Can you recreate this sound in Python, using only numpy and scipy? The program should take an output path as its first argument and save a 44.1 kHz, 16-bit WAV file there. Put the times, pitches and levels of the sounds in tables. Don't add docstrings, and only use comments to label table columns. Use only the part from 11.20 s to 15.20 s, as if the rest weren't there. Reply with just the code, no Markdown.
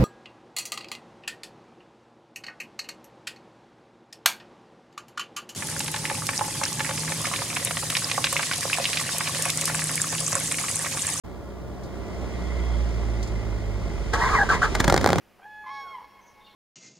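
import sys
import numpy as np
from scipy import signal
from scipy.fft import rfft, irfft
from scipy.io import wavfile

SR = 44100
rng = np.random.default_rng(int(sys.argv[2]) if len(sys.argv) > 2 else 0)


def generate_wav(signal):
    frames = np.transpose(np.atleast_2d(signal))
    scaled = np.clip(frames, -1, 1) * 32767
    pcm = np.round(scaled).astype(np.int16)
    wavfile.write(sys.argv[1], SR, pcm)


N = 176400
T = np.arange(N) / SR
HZ = np.fft.rfftfreq(N, 1 / SR)

# time_s, firing_rate_hz
FIRING_RATE = [(0, 61.5), (1.05, 62.7), (1.55, 59), (2.3, 53), (2.8, 48.4), (3.35, 49), (3.6, 44.2),
               (3.87, 70.6), (4, 71)]
def firing_cycles():
    return np.cumsum(curve(FIRING_RATE)[0] * (1 + 0.0069 * wander(8.6))) / SR


# time_s, level_db, unevenness_ratio
PULSES = [(0, -63, 0.34), (1.2, -46.5, 0), (2.2, -38.5, 0.1), (2.9, -38.5, 0.76), (3.55, -36.5, .8),
          (4, -37, 0.17)]
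CYLINDER_BIAS = [0.34, -1.3, 0.17, -1]
# frequency_hz, gain_db
PIPE_RESPONSE = [(25, -48), (50, 0.5), (105, 9), (135, -3), (210, 0), (450, -13), (800, -20.5), (7000, -74)]
# time_s, level_db
BOOM = [(.04, -43.5), (1.08, -34.5), (1.4, -25.5), (1.64, -23), (1.71, -27), (1.9, -26), (2.5, -29),
        (3.1, -33.5), (3.4, -38.5), (3.7, -27.5)]
MISFIRES = [.69, .89, 1.1, 2.08, 2.235, 2.41, 2.595, 2.725]
# time_s, level_db
GROWL = [(3.6, -70), (3.68, -29.5), (4, -28)]
GROWL_ORDERS = [1.5, 2.5, 4]
MISFIRE_S, MISFIRE_DEPTH, BOOM_OCTAVE_DB = 0.026, 0.8, -8
def exhaust(cycles):
    pulse_db, uneven = curve(PULSES)
    firing = cycles.astype(int)
    bias = np.take(CYLINDER_BIAS, firing % len(CYLINDER_BIAS)) + 0.18 * rng.standard_normal(N)[firing]
    impulses = np.diff(firing, prepend=0) * (1 + uneven * bias)
    pulses = unit(colour(impulses, PIPE_RESPONSE)) * amp(pulse_db)
    burn = 1 - MISFIRE_DEPTH * sum(np.exp(-((T - s) / MISFIRE_S) ** 2) for s in MISFIRES)
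    angle = 2 * np.pi * cycles
    lope = uneven * np.sin(angle + angle / len(CYLINDER_BIAS) + .5 * wander(8))
    octave = np.sqrt(abs(uneven)) * amp(BOOM_OCTAVE_DB) * np.sin(2 * angle)
    boom = np.sqrt(2) * (burn * np.sin(angle) + lope - octave) * amp(curve(BOOM)[0])
    growl = sum(np.sin(k * angle) / np.sqrt(k) for k in GROWL_ORDERS) * amp(curve(GROWL)[0])
    return boom + growl + pulses + amp(1.5) * underbody(pulses, t60=0.13)


# start_s, crack_db, puff_db, thump_db
POPS = [(3.552, -39, -15.5, -40), (3.603, -34, -10.5, -21), (3.644, -22, -14, -44), (3.680, -19, -12.5, -5),
        (3.6998, -10, -11, -17), (3.725, -4, -15.5, -24), (3.7427, -3, -14.5, -14), (3.764, -6.5, -18, -30),
        (3.778, -7, -14, -14), (3.813, -19, -19.5, -29), (3.832, -30, -26, -17), (3.844, -7.5, -17, -27),
        (3.862, 0.5, -24, -24), (3.8749, -21, -13.5, -27), (3.8909, -8.5, -16, -14.5),
        (3.904, -9, -16.5, -23), (3.921, -25, -23, -20.5), (3.9313, -3, -22, -17.5),
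        (3.9587, -12.5, -21.5, -17.5), (3.9843, -14.5, -14, -17)]
# frequency_hz, gain_db
PUFF_SPECTRUM = [(80, 4), (800, 11), (2000, 7.5), (2800, 5), (4300, -6.5), (7000, -7), (15500, -20)]
# pitch_hz, level_db, t60_s
TAILPIPE_MODES = [(176.4, -1.5, 0.046), (278, -14.5, 0.18), (543.5, -14, 0.17)]
# pitch_hz, level_db, t60_s
BARK_MODE = (764, -7.5, 0.017)
# frequency_hz, gain_db
POP_COLOUR = [(35, -13), (110, -1), (2100, -0.5), (2750, -14.5), (3300, 0), (4300, 4.5), (16000, -3.5)]
CRACK_S, CRACK_RISE_S = 0.00042, .00006
PUFF_DECAY_S, PUFF_AT_RATE_HZ, PUFF_RISE_RATIO = 0.0066, 39, 0.42
def pops():
    cracks, puffs, thumps = np.zeros((3, N))
    decay_s = PUFF_DECAY_S * (PUFF_AT_RATE_HZ / curve(FIRING_RATE)[0]) ** 2
    for start_s, crack_db, puff_db, thump_db in POPS:
        at = min(round(start_s * SR), N - 1)
        cracks[at] += amp(crack_db)
        thumps[at] += amp(thump_db)
        age = (T - start_s) / decay_s
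        puffs += amp(puff_db) * np.exp(-np.maximum(-age / PUFF_RISE_RATIO, age))
    t = T[:SR // 8]
    front = (1 - t / CRACK_S) * np.exp(-t / CRACK_S) * (1 - np.exp(-t / CRACK_RISE_S))
    bark, *modes = [amp(db - 60 * t / t60) * np.sin(2 * np.pi * hz * t)
                    for hz, db, t60 in [BARK_MODE] + TAILPIPE_MODES]
    blows = signal.fftconvolve(cracks, front / front.max() + bark) + signal.fftconvolve(thumps, sum(modes))
    direct = colour(blows[:N] + puffs * noise(PUFF_SPECTRUM), POP_COLOUR)
    dull = colour(direct, [(1500, 0.5), (16000, -39)])
    return direct + amp(-7.5) * underbody(dull, t60=0.083)


# time_s, pitch_hz, whistle_db, rush_db
LONG_GULP = [(2.925, 898.6, -58, -45), (2.938, 904.6, -49, -17), (2.972, 888.3, -38, -31.5),
             (3.03, 974, -24, -25.5), (3.075, 1058, -25, -28), (3.125, 1240, -26.5, -27),
             (3.158, 1070, -20, -26), (3.197, 808, -26.5, -29), (3.23, 801.6, -24, -31),
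             (3.27, 799.7, -62, -36)]
# start_s, length_s, start_hz, end_hz, whistle_db, rush_db
SHORT_GULPS = [(3.292, .062, 1500, 1011, -16.5, -25), (3.42, 0.0339, 1496, 1294, -15.5, -25)]
# frequency_hz, gain_db
GULP_SPECTRUM = [(150, -2), (350, -21.5), (440, 5), (580, -8.5), (800, -1.5), (1700, -2.5), (2200, -14.5),
                 (4500, -21), (16000, -57)]
# frequency_hz, gain_db
HISS_SPECTRUM = [(1000, -41), (2800, -10), (4300, 2.5), (6800, 0.5), (15500, -24.5)]
WHISTLE_WIDTH_HZ, OCTAVE_DB, OCTAVE_LIMIT_HZ, HISS_OVER_RUSH_DB = 260, 1, 2040, -13.5
def intake():
    rows = list(LONG_GULP) + [row for gulp in SHORT_GULPS for row in gulp_envelope(*gulp)]
    hz, whistle_db, rush_db = curve(rows)
    jitter = (hz / 4300) ** 2 * wander(319)
    angle = 2 * np.pi * np.cumsum(hz * (1 + jitter)) / SR
    fundamental = narrowband(angle, WHISTLE_WIDTH_HZ, steady=2.5)
    octave_gain = amp(OCTAVE_DB) / (1 + (2 * hz / OCTAVE_LIMIT_HZ) ** 10)
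    octave = octave_gain * narrowband(2 * angle, WHISTLE_WIDTH_HZ, steady=0.58)
    whistle = (fundamental + octave) * amp(whistle_db)
    rush = stereo_noise(GULP_SPECTRUM) * amp(rush_db + 1.41 * wander(56.6))
    is_open = (T > rows[0][0]) & (T < rows[-1][0])
    howl = (whistle + rush) * is_open
    scatter = underbody(howl, t60=0.078)
    hiss = stereo_noise(HISS_SPECTRUM) * amp(rush_db + HISS_OVER_RUSH_DB) * is_open
    return 0.93 * howl + .5 * scatter + hiss


def gulp_envelope(start_s, length_s, start_hz, end_hz, whistle_db, rush_db):
    attack_s, release_s, fade_db, shut_db = 0.00526, 0.041, -9.5, -46.5
    return [(start_s - attack_s, start_hz, shut_db, shut_db),
            (start_s, start_hz, whistle_db, rush_db),
            (start_s + length_s, end_hz, whistle_db + fade_db, rush_db),
            (start_s + length_s + release_s, end_hz, shut_db, shut_db)]


# time_s, body_db, treble_db
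BAY_LEVELS = [(.04, -39, -57.5), (.5, -37, -56), (1.05, -33.5, -46.5), (1.6, -34, -44), (2.5, -35.5, -47.5),
              (3.55, -32, -37), (3.72, -27.5, -37)]
# frequency_hz, gain_db
BODY_SPECTRUM = [(25, -9), (70, 0.5), (400, -3.5), (850, -14), (1200, -17.5), (2500, -34), (5000, -38.5),
                 (16000, -56)]
TREBLE_SPECTRUM = [(700, 4), (1700, -2), (2080, 2.5), (2600, 1), (4000, -5.5), (5400, -3.5), (10000, -16.5),
                   (15500, -41)]
# time_s, lower_tone_db, upper_tone_db
WHINE_LEVELS = [(.6, -64, -80), (1.05, -50.5, -66), (1.38, -46.5, -58.5), (1.55, -51, -52),
                (1.68, -52.5, -70)]
WHINE_PITCHES = [2058, 3320]
THROB_DEPTH, WHINE_WIDTH_HZ, OUTDOOR_HISS_DB = 0.18, 270, -64
def engine_bay(cycles):
    body_db, treble_db = curve(BAY_LEVELS)
    throb = THROB_DEPTH * np.cos(2 * np.pi * cycles)
    body = stereo_noise(BODY_SPECTRUM)
    hollow = unit(body + 0.66 * underbody(body, t60=0.1))
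    low_rush = hollow * amp(body_db + 0.23 * wander(9.8)) * (1 + throb)
    high_rush = stereo_noise(TREBLE_SPECTRUM) * amp(treble_db) * (1 + throb / 2)
    whine = sum(amp(db) * narrowband(2 * np.pi * hz * T, WHINE_WIDTH_HZ)
                for hz, db in zip(WHINE_PITCHES, curve(WHINE_LEVELS)))
    return low_rush + high_rush + whine + amp(OUTDOOR_HISS_DB) * rng.standard_normal((2, N))


# start_s, level_db, decay_s
RATTLES = [(0.634, -50, 0.026), (2.028, -38, 0.016), (2.074, -42.5, 0.012)]
def rattles():
    envelope = sum(amp(db) * (T > s) * np.exp(-abs(T - s) / decay_s) for s, db, decay_s in RATTLES)
    return stereo_noise(HISS_SPECTRUM) * envelope


def underbody(x, t60):
    t = T[:SR // 4]
    echoes = rng.standard_normal((3, len(t))) * (rng.random((3, len(t))) < .06)
    echoes *= amp(-60 * t / t60) * (t > .002)
    taps = echoes[0] + 0.2 * echoes[1:]
    taps /= np.linalg.norm(taps, axis=1, keepdims=True)
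    return signal.fftconvolve(np.atleast_2d(x), taps, axes=1)[:, :N]


# frequency_hz, power_ratio
DIFFUSE_SHARE = [(100, 0.92), (500, 0.33), (1300, 0.011), (2700, 0.14), (16000, 0.77)]
def stereo_noise(spectrum):
    share = np.clip(read(DIFFUSE_SHARE), 0, 1)
    bins = rfft(rng.standard_normal((3, N))) * amp(read(spectrum))
    return unit(irfft(bins[0] * np.sqrt(1 - share) + bins[1:] * np.sqrt(share), N))


def noise(spectrum):
    return unit(irfft(rfft(rng.standard_normal(N)) * amp(read(spectrum)), N))


def narrowband(angle, width_hz, steady=0):
    envelope = steady + wander(width_hz / 2) + 1j * wander(width_hz / 2)
    return unit((envelope * np.exp(1j * angle)).real)


def wander(rate_hz):
    return unit(irfft(rfft(rng.standard_normal(N)) / (1 + (HZ / rate_hz) ** 4), N))


def colour(x, response):
    log_gain = np.log(amp(read(response)))
    mirrored = np.concatenate([log_gain, log_gain[-2:0:-1]])
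    transfer = np.exp(np.conj(signal.hilbert(mirrored)))[:len(HZ)]
    return irfft(rfft(x) * transfer, N)


def curve(table):
    times, *columns = np.transpose(table)
    return [np.interp(T, times, column) for column in columns]


def read(table):
    hz, value = np.transpose(table)
    return np.interp(np.log(HZ + 1), np.log(hz + 1), value)


def amp(db):
    return 10 ** (np.asarray(db) / 20)


def unit(x):
    return x / np.sqrt(np.mean(x ** 2) + 1e-20)


def thin_bass(x, below_hz=76, fade_s=(3.73, 3.9)):
    deep = irfft(rfft(x) / (1 + (HZ / below_hz) ** 10), N)
    return x - deep * np.interp(T, fade_s, [0, 1])


# frequency_hz, left_minus_right_db
BALANCE = [(55, -5.5), (250, 0)]
def microphone_pair(x, lead_rad):
    half = np.exp(.5j * lead_rad) * amp(read(BALANCE) / 2)
    return irfft(rfft(x) * np.array([half, 1 / half]), N)


# frequency_hz, left_lead_rad
PHASE_SPREAD = [(100, .6), (400, .15), (1650, 0), (2700, -3.14), (3400, -5.8), (4300, -6.2), (5700, -9.5),
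                (7100, -12.4), (12700, -25.2)]
def scene():
    cycles = firing_cycles()
    lead_rad = read(PHASE_SPREAD)
    centred = microphone_pair(exhaust(cycles) + pops(), np.sin(lead_rad))
    wide = microphone_pair(engine_bay(cycles) + intake() + rattles(), lead_rad)
    return thin_bass(centred + wide)


START_S, FADE_IN_S, CUTOFF_HZ = 0.036, 0.0099, 16100
def record(dry):
    fade_in = np.clip((T - START_S) / FADE_IN_S, 0, 1)
    clipped = np.clip(dry * fade_in, -1, 1)
    lowpass = signal.firwin(511, CUTOFF_HZ, window=("kaiser", 9), fs=SR)
    return signal.oaconvolve(clipped, lowpass[None], "same")


dry = scene()
out = record(dry)
generate_wav(out)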